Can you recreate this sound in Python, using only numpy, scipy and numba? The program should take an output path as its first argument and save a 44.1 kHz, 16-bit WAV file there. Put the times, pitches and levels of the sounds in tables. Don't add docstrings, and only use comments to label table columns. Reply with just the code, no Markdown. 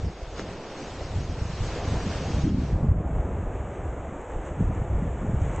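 import sys
import numpy as np
from scipy import signal
from scipy.fft import rfft, irfft, next_fast_len
from scipy.io import wavfile
from scipy.ndimage import uniform_filter1d
from numba import njit

SR = 44100
rng = np.random.default_rng(int(sys.argv[2]) if len(sys.argv) > 2 else 0)


def volts_from_db(level):
    exponent = np.asarray(level, float) / 20
    return 10 ** exponent


def store_wav(level_fs):
    pcm = np.round(np.clip(np.atleast_2d(level_fs), -1, 1) * 32767)
    wavfile.write(sys.argv[1], SR, pcm.T.astype(np.int16))


N = 246959
STEP, FRAME = 192, 1024
CONTROL_S = np.arange(N // STEP + 2) * STEP / SR

# time in seconds, level in dB, foam (bright froth on the roar) in dB.
WAVE = [(0, -44, -3.5), (.17, -47, -1.5), (.55, -43, -3.5), (.8, -43.5, 1.3), (1.3, -44.5, 0),
        (1.55, -45.5, 5), (1.68, -41, 3), (1.85, -40, 1.5), (2.15, -40.5, 2.5), (2.42, -41, 0.5),
        (2.54, -49.5, 3.1), (2.64, -43.5, -0.5), (2.8, -39.5, -6), (2.95, -42, -4), (3.2, -39.5, -3.5),
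        (4.2, -43, 1), (5.35, -41.5, 1), (5.55, -40, 5.5)]
# time in seconds, level above the wave in dB, extra foam in dB.
SPLASHES = [(.22, 0.6, 1), (0.392, 1.5, 7.5), (.5, 0.8, 3), (.82, 0.3, 0), (1.015, 2, -1), (1.22, -1, 1.5),
            (1.38, 1.5, -1.7), (1.81, 3, -5), (1.96, 2.5, -3.1), (2.28, 1, -1.5), (2.13, 0.3, 1),
            (3.25, -1, 0.5), (3.56, -0.2, 1.5), (3.75, -0.4, 3), (4.33, 4, -2), (4.47, 2.1, 3),
            (4.77, 3.5, -3), (4.62, -0.4, 2.5), (4.98, 1, -1), (5.42, -0.3, 1.5), (5.575, 0.4, -1.5)]
SPLASH_S = 0.037
# low edge in Hz, high edge in Hz.
SURF_BANDS_HZ = [
    (450, 1000),
    (1200, 3000),
    (3800, 5600),
    (6500, 8500),
]
# roar, wash, fizz, spray above the wave in dB, through the open and the sheltered port.
OPEN_BANDS_DB = [.1, -7, -11.5, -18.5]
SHELTER_BANDS_DB = [-0.12, -10.5, -36.5, -22.5]
FOAM_GAIN = [0, 0.701, 0.949, 1.1]
# frequency in Hz, density in dB per Hz.
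OPEN_COLOUR = [(180, -8), (300, -4), (318, -2.5), (509, -3.5), (547, -5.5), (596, -5), (750, -6.5),
               (817, -7), (1040, -10), (1310, -11.5), (2960, -16), (3370, -18), (6330, -19.5), (7960, -27),
               (9180, -45), (11900, -70.5), (20200, -120)]
# frequency in Hz, density in dB per Hz.
SHELTER_COLOUR = [(180, -9.5), (300, -0.5), (532, -1.5), (580, -3.5), (632, -2), (970, -8.5), (1850, -16.5),
                  (2260, -20), (3470, -32.5), (4360, -47), (5100, -49.5), (6510, -31.5), (7410, -28),
                  (8190, -34.5), (9180, -54), (11900, -90), (20200, -120)]
# low edge in Hz, high edge in Hz, share of time apart with ports open, same when sheltered.
WIDE_STRIPS = [(3050, 3400, .85, .5), (3400, 3750, .8, .08), (3750, 4100, .9, .05), (4100, 4500, .95, .8),
               (4500, 5050, .95, .7), (5050, 5600, .75, .08), (5600, 6250, .7, .02), (6250, 6900, .3, 0),
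               (6900, 7600, .04, .1), (7600, 8400, .03, .01), (8400, 9500, .05, .03)]
OPEN_WIDE_DB, SHELTER_WIDE_DB, PATCH_S, STEREO_ENDS_S = -4, -7, .035, 2.92
SWITCH_S, SWITCH_DB_PER_S = 2.585, 28
# time in seconds, step in dB.
SHUTTER = [
    (2.72, -5.5),
    (2.8, -2.5),
    (2.885, -12),
    (2.94, -16),
]
SHUTTER_S = .03
# time in seconds, change in dB, length in seconds.
LULLS = [
    (.27, -11, 0.06),
    (3.745, -4, .03),
    (4.29, -8, 0.06),
    (4.485, -12, .03),
]
LULL_TOP_HZ = 261
# time in seconds, change in dB.
DUCKS = [
    (2.515, -2),
    (2.93, -3.5),
]
DUCK_ATTACK_S, DUCK_RELEASE_S, DUCK_ABOVE_HZ = 0.005, .07, 620

# frequency in Hz, density in dB per Hz.
WIND_COLOUR = [(8.8, -44), (15, -9), (32, 4.5), (54, 10), (122, -2.5), (251, -4.5), (348, -11.5),
               (450, -21), (580, -60), (990, -120)]
WIND_EDGES_HZ = [10, 85, 170, 380]
# time in seconds, level in dB, eddy speed in octaves above the slowest rumble.
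BREEZE = [(0, -33.5, 0.27), (.15, -49, .3), (.45, -39.5, .7), (.72, -50.5, 2.4), (.9, -42, 0.38),
          (1.15, -35.5, 0.76), (1.75, -43.5, 0.96), (2.0, -34.5, 0.45), (2.22, -33.5, 1.14),
          (2.6, -28.5, 0.66), (3.05, -33.5, 0.57), (3.6, -33, 0.68), (3.76, -41.5, 1.37),
          (4.0, -37.5, 0.66), (4.21, -44, 0.033), (4.5, -39, 0.6), (4.72, -36, 0.76), (5.6, -31, 0.51)]
# time in seconds, peak in dB, length in seconds, eddy
GUSTS = [(0.057, -26, 0.065, 0.88), (0.247, -38, 0.14, .01), (0.412, -32, 0.048, 3),
         (1.03, -37, 0.065, 0.0085), (1.176, -26, 0.11, 0.71), (1.324, -36, 0.11, .3),
         (1.45, -33.5, 0.23, 0.99), (1.635, -28.5, 0.1, 0.7), (1.85, -29, 0.11, 0.86),
         (1.931, -25, 0.098, 1.23), (2.066, -28.5, 0.05, 1.74), (2.363, -24.5, 0.075, 1.35),
         (2.462, -23.5, .08, 2.4), (2.508, -23, 0.068, 1.64), (2.744, -24.5, 0.053, 0.48),
         (2.844, -25.5, 0.075, 1.3), (2.908, -20, 0.082, 0.48), (3.17, -24.5, 0.084, 0.0091),
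         (3.363, -30.5, 0.11, 0.27), (3.48, -30, 0.053, .2), (3.85, -32, 0.17, 0.0089),
         (4.363, -30.5, 0.09, .01), (4.606, -22.5, 0.059, 1.55), (4.668, -23.5, .1, 0.51),
         (4.787, -26.5, 0.056, 0.42), (4.948, -25.5, 0.13, 0.85), (5.085, -36, 0.11, 0.29),
         (5.347, -27.5, 0.15, 0.83), (5.408, -28.5, 0.14, 0.75), (5.5, -31.5, 0.092, 0.52),
         (0.814, -28, 0.054, 3.6), (0.976, -48, .05, 0.88), (1.312, -37, 0.054, 2.1),
         (1.734, -30, 0.043, 0.82), (1.869, -30.5, 0.05, 3.3), (2.303, -32, 0.075, 1.7),
         (2.593, -27.5, 0.13, 3.2), (2.726, -32.5, 0.085, 2.1), (2.987, -21, 0.033, 0.64),
         (3.074, -32, 0.17, 1.7), (3.273, -36.5, 0.12, 2.2), (3.427, -31.5, 0.15, 3.27),
         (4.127, -42, 0.14, 2.3), (4.516, -33, 0.022, 1.2), (4.695, -29.5, .04, 2.3),
         (5.043, -28.5, 0.05, 2.9), (5.24, -32, 0.056, 1.9)]
LAYER_OCTAVES = [0.11, 1.187, 2.36]
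LAYER_DB = [0.8, 0.8, 1.9]
SPEED_FOCUS_DB, GUST_RISE = 7, 0.42

# time in seconds, peak in dB, pitch in Hz.
THUMPS = [(0.03, -9.5, 97), (1.172, -12, 95), (1.202, -24, 105), (1.296, -10, 86), (4.36, -16, 60),
          (1.417, -9, 92), (1.607, -8, 104), (1.924, -26, 98), (2.438, -1, 116), (2.732, -8, 85),
          (2.886, -4.5, 80), (2.912, -4.5, 90), (2.827, -2, 90), (2.965, -30, 87), (4.507, -17, 79),
          (4.596, -12, 199), (4.947, -3, 75), (5.333, -4.5, 117), (5.419, -6, 96)]
# time in seconds, peak in dB, pitch of the push in Hz.
KNOCKS = [
    (.2165, -31, 600),
    (0.3946, -13, 440),
]
# time in seconds, peak in dB, pitch in Hz.
PLOPS = [
    (1.0105, -27, 570),
    (4.325, -31, 520),
]
# time in seconds, peak in dB, pitch in Hz.
SLAPS = [(2.064, -17, 180), (2.346, -15, 207), (2.389, -20, 172), (2.446, -25, 172), (2.47, -22, 205),
         (2.503, -27, 172), (2.545, -14, 215), (2.582, -14.5, 234), (2.634, -21.5, 172),
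         (2.844, -12.5, 205), (4.606, -15, 175), (4.694, -24, 172), (4.817, -16, 140), (4.952, -22, 150),
         (5.022, -19.5, 190), (5.076, -21, 190), (5.232, -22, 190), (5.294, -16.5, 180), (5.338, -17, 178)]
# time in seconds, peak in dB, pitch in Hz.
GRIT = [(3.5223, -50.5, 7000), (3.6558, -58, 6930), (4.0498, -54.5, 7000), (4.2163, -45, 7540),
        (4.2995, -44.5, 7750), (4.318, -48, 6670), (4.416, -49, 7340), (4.452, -45.5, 6950),
        (4.7496, -43, 6920), (4.923, -59, 7450), (5.242, -54, 7560), (5.3105, -46, 7760),
        (5.347, -47, 7170), (5.5622, -34, 7340)]


def unit(x):
    return x / np.sqrt(np.mean(x ** 2))


def curves(table):
    s, *columns = np.transpose(table)
    return [np.interp(CONTROL_S, s, column) for column in columns]


def full(control):
    return np.interp(np.arange(N) / STEP, np.arange(len(control)), control)


def colour(points, hz):
    point_hz, db = np.transpose(points)
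    return volts_from_db(np.interp(np.log(hz + 1), np.log(point_hz), db))


def walk(rate_hz):
    k = max(int(SR / STEP / rate_hz), 2)
    held = np.repeat(rng.standard_normal(N // STEP // 2 + 2), k)[:N // STEP + 2]
    return 0.39 * uniform_filter1d(uniform_filter1d(held, k), k)


def bumps(s, rise_s, fall_s):
    late_s = CONTROL_S - s[:, None]
    return np.exp(-(late_s / np.where(late_s < 0, rise_s, fall_s)) ** 2)


def bands(lo_hz, hi_hz, per_octave, hz):
    for centre_hz in lo_hz * 2 ** np.arange(0, np.log2(hi_hz / lo_hz), 1 / per_octave):
        offset = np.clip(per_octave * np.log2((hz + 1) / centre_hz), -1, 1)
        yield centre_hz, np.cos(np.pi / 2 * offset)


def shaped(x, gain):
    frames = signal.stft(x, nperseg=FRAME, noverlap=FRAME - STEP)[2]
    count = min(frames.shape[1], gain.shape[1])
    return signal.istft(frames[:, :count] * gain[:, :count], nperseg=FRAME, noverlap=FRAME - STEP)[1][:N]


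@njit
def grains(start, hz, cycles, size, glide, length):
    out = np.zeros(length)
    for k in range(len(start)):
        n = int(6 * cycles[k] * SR / hz[k])
        w, z = 2 * np.pi * hz[k] / SR, size[k] + 0j
        damp = np.exp(-hz[k] / (cycles[k] * SR))
        for i in range(start[k], min(start[k] + n, length)):
            out[i] += z.imag
            z *= damp * np.exp(1j * w)
            w *= 1 + glide / n
    return out


def swarm(count, lo_hz, hi_hz, cycles, spread_db, glide):
    when, where, luck = rng.random((count, 3)).T
    hz = lo_hz + (hi_hz - lo_hz) * where
    size = volts_from_db(-spread_db * np.log(1 - luck)) * np.sqrt(hz / hi_hz)
    return unit(grains((when * N).astype(np.int64), hz, np.full(count, cycles), size, glide, N))


def hits(table, cycles, glide):
    s, db, hz = np.transpose(table)
    return grains((s * SR).astype(np.int64), hz, np.full(len(s), cycles), volts_from_db(db), glide, N)


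def water():
    bubbles = swarm(count=9000, lo_hz=300., hi_hz=3500., cycles=2.5, spread_db=1.5, glide=.25)
    stones = swarm(count=16000, lo_hz=1500., hi_hz=9000., cycles=1.2, spread_db=2.2, glide=0.)
    return rng.standard_normal(N) + 0.17 * bubbles + 0.18 * stones


def wave_db(bands_db):
    s, *splash_db = np.transpose(SPLASHES)
    level_db, froth_db = np.array(curves(WAVE)) + np.array(splash_db) @ bumps(s, SPLASH_S, SPLASH_S)
    return level_db + np.array(bands_db)[:, None] + np.outer(FOAM_GAIN, froth_db)


def port(points, bands_db, hz):
    shape = colour(points, hz)
    own_db = [[10 * np.log10(np.sum(shape[(hz > lo) & (hz < hi)] ** 2) / len(hz))]
              for lo, hi in SURF_BANDS_HZ]
    centres = np.log([np.sqrt(lo * hi) for lo, hi in SURF_BANDS_HZ])
    blend = np.array([np.interp(np.log(hz + 1), centres, row) for row in np.eye(len(centres))]).T
    return shape[:, None] * volts_from_db(blend @ (wave_db(bands_db) - own_db))


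def open_share():
    steps_db = sum(db * np.clip((CONTROL_S - s) / SHUTTER_S, 0, 1) for s, db in SHUTTER)
    return volts_from_db(steps_db - SWITCH_DB_PER_S * np.maximum(CONTROL_S - SWITCH_S, 0)) ** 2


def foam_db(hz):
    out, drift, splash = 0, walk(9), walk(28)
    for centre_hz, mask in bands(240, 11000, 4, hz):
        drift = .8 * drift + .6 * walk(9)
        high = centre_hz / 8000
        flicker = .5 * drift + (0.19 + 1.6 * high) * walk(22)
        flicker = flicker + 1.2 * high ** 4 * walk(45) + 2.2 * high * splash
        out = out + np.outer(mask ** 2, flicker)
    return out


def dips_db(hz):
    s, db, length_s = np.transpose(LULLS)
    lull_db = db @ bumps(s, length_s[:, None], length_s[:, None])
    s, db = np.transpose(DUCKS)
    duck_db = db @ bumps(s, DUCK_ATTACK_S, DUCK_RELEASE_S)
    return np.outer(1 / (1 + (hz / LULL_TOP_HZ) ** 8), lull_db) + np.outer(hz > DUCK_ABOVE_HZ, duck_db)


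def surf():
    hz = np.arange(FRAME // 2 + 1) * SR / FRAME
    share = open_share()
    open_power = share * port(OPEN_COLOUR, OPEN_BANDS_DB, hz) ** 2
    shelter_power = (1 - share) * port(SHELTER_COLOUR, SHELTER_BANDS_DB, hz) ** 2
    wave = np.sqrt(open_power + shelter_power)
    both = CONTROL_S < STEREO_ENDS_S
    patch = max(int(PATCH_S * SR / STEP), 4)
    apart, uneven_db = np.zeros(wave.shape), np.zeros(wave.shape)
    for lo, hi, open_odds, shelter_odds in WIDE_STRIPS:
        draws = rng.random((2, N // STEP // 4 + 2))
        luck, size = (np.repeat(u, patch)[:len(share)] for u in draws)
        strip = (hz > lo) & (hz <= hi)
        apart[strip] = luck < np.where(both, open_odds, shelter_odds)
        uneven_db[strip] = size - .5
    wide_db = np.where(both, OPEN_WIDE_DB, SHELTER_WIDE_DB)
    thin_db = np.where(hz < 6900, 1.6, 9.)
    level_db = (0.5 + 0.093 * share) * foam_db(hz) + 8.1 * share * uneven_db + dips_db(hz)
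    mid = shaped(water(), wave * volts_from_db(level_db - thin_db[:, None] * apart))
    side = shaped(rng.standard_normal(N), wave * apart * volts_from_db(wide_db))
    return mid, side


def gusts():
    s, peak_db, length_s, speed = np.transpose(GUSTS)
    bells = bumps(s, GUST_RISE * length_s[:, None], (1 - GUST_RISE) * length_s[:, None]) ** 2
    breeze_db, breeze_speed = curves(BREEZE)

    def power(db, octaves):
        return volts_from_db(db - SPEED_FOCUS_DB * octaves ** 2) ** 2

    layers_db = []
    for at, db in zip(LAYER_OCTAVES, LAYER_DB):
        total = power(breeze_db, breeze_speed - at) + power(peak_db, speed - at) @ bells
        layers_db.append(db + 10 * np.log10(total))
    rumble_db, buffet_db, flap_db = layers_db
    return rumble_db, buffet_db - rumble_db, flap_db - rumble_db


def wind():
    size = next_fast_len(N)
    hz = np.arange(size // 2 + 1) * SR / size
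    rumble_db, buffet_db, flap_db = gusts()
    eddies = swarm(count=700, lo_hz=24.5, hi_hz=365.0, cycles=0.9, spread_db=1.8, glide=-0.38)
    air = rfft(eddies + rng.standard_normal(N) * volts_from_db(10.5), size)
    air = air / uniform_filter1d(np.abs(air), size=301) * colour(WIND_COLOUR, hz)
    out, flutter = 0, walk(14)
    layers = ((-0.5, -3.2, -3.1, -1.0), (buffet_db - 3.0, 1.1, .9, 18), (flap_db - 4.5, 1.8, 1.9, 30))
    for lo, hi, (above_db, shared_db, own_db, rate_hz) in zip(WIND_EDGES_HZ, WIND_EDGES_HZ[1:], layers):
        slopes = np.sqrt((1 + (lo / (hz + 1)) ** 12) * (1 + (hz / hi) ** 12))
        part = unit(irfft(air / slopes, size)[:N])
        slow_power = uniform_filter1d(part ** 2, size=int(3 * SR / hi) + 1200)
        part = unit(part / (slow_power + .05) ** .4)
        out = out + part * full(volts_from_db(rumble_db + above_db + shared_db * flutter + own_db * walk(rate_hz)))
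    return out


def thumps():
    rings = hits(THUMPS, 0.94, -0.047)
    return volts_from_db(-7.5) * uniform_filter1d(uniform_filter1d(rings, size=70), size=70)


def knocks():
    tick = hits(np.array(KNOCKS) * [1, 1, 10], 1.2, 0.)
    body = hits(np.array(KNOCKS) * [1, 1, 3.6], 1.5, .6)
    push = np.roll(hits(KNOCKS, .9, 0.), 35)
    knock = volts_from_db(-14) * tick + volts_from_db(-9) * body - volts_from_db(-4) * push
    return uniform_filter1d(knock, size=3)


def plops():
    return uniform_filter1d(hits(PLOPS, 3.1, .1), size=3)


def slaps():
    rings = hits(SLAPS, 1.0, 0.13)
    return volts_from_db(1) * uniform_filter1d(uniform_filter1d(rings, size=36), size=36)


def grit():
    high = signal.butter(4, 6000, "high", fs=SR, output="sos")
    return volts_from_db(2.0) * signal.sosfilt(high, hits(GRIT, 3., 0.))


def scene():
    mid, side = surf()
    mid = mid + wind() + thumps() + knocks() + plops() + slaps() + grit()
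    return np.array([mid + side, mid - side])


def top_cut(x):
    return signal.sosfilt(signal.butter(12, 9330, fs=SR, output="sos"), x)


def record(dry):
    top = signal.butter(8, 9200, fs=SR, output="sos")
    bass = uniform_filter1d(dry, size=41, axis=1)
    limited = dry - bass + .33 * np.tanh(bass / .33)
    return top_cut(signal.sosfilt(top, limited))


dry = scene()
out = record(dry)
store_wav(out)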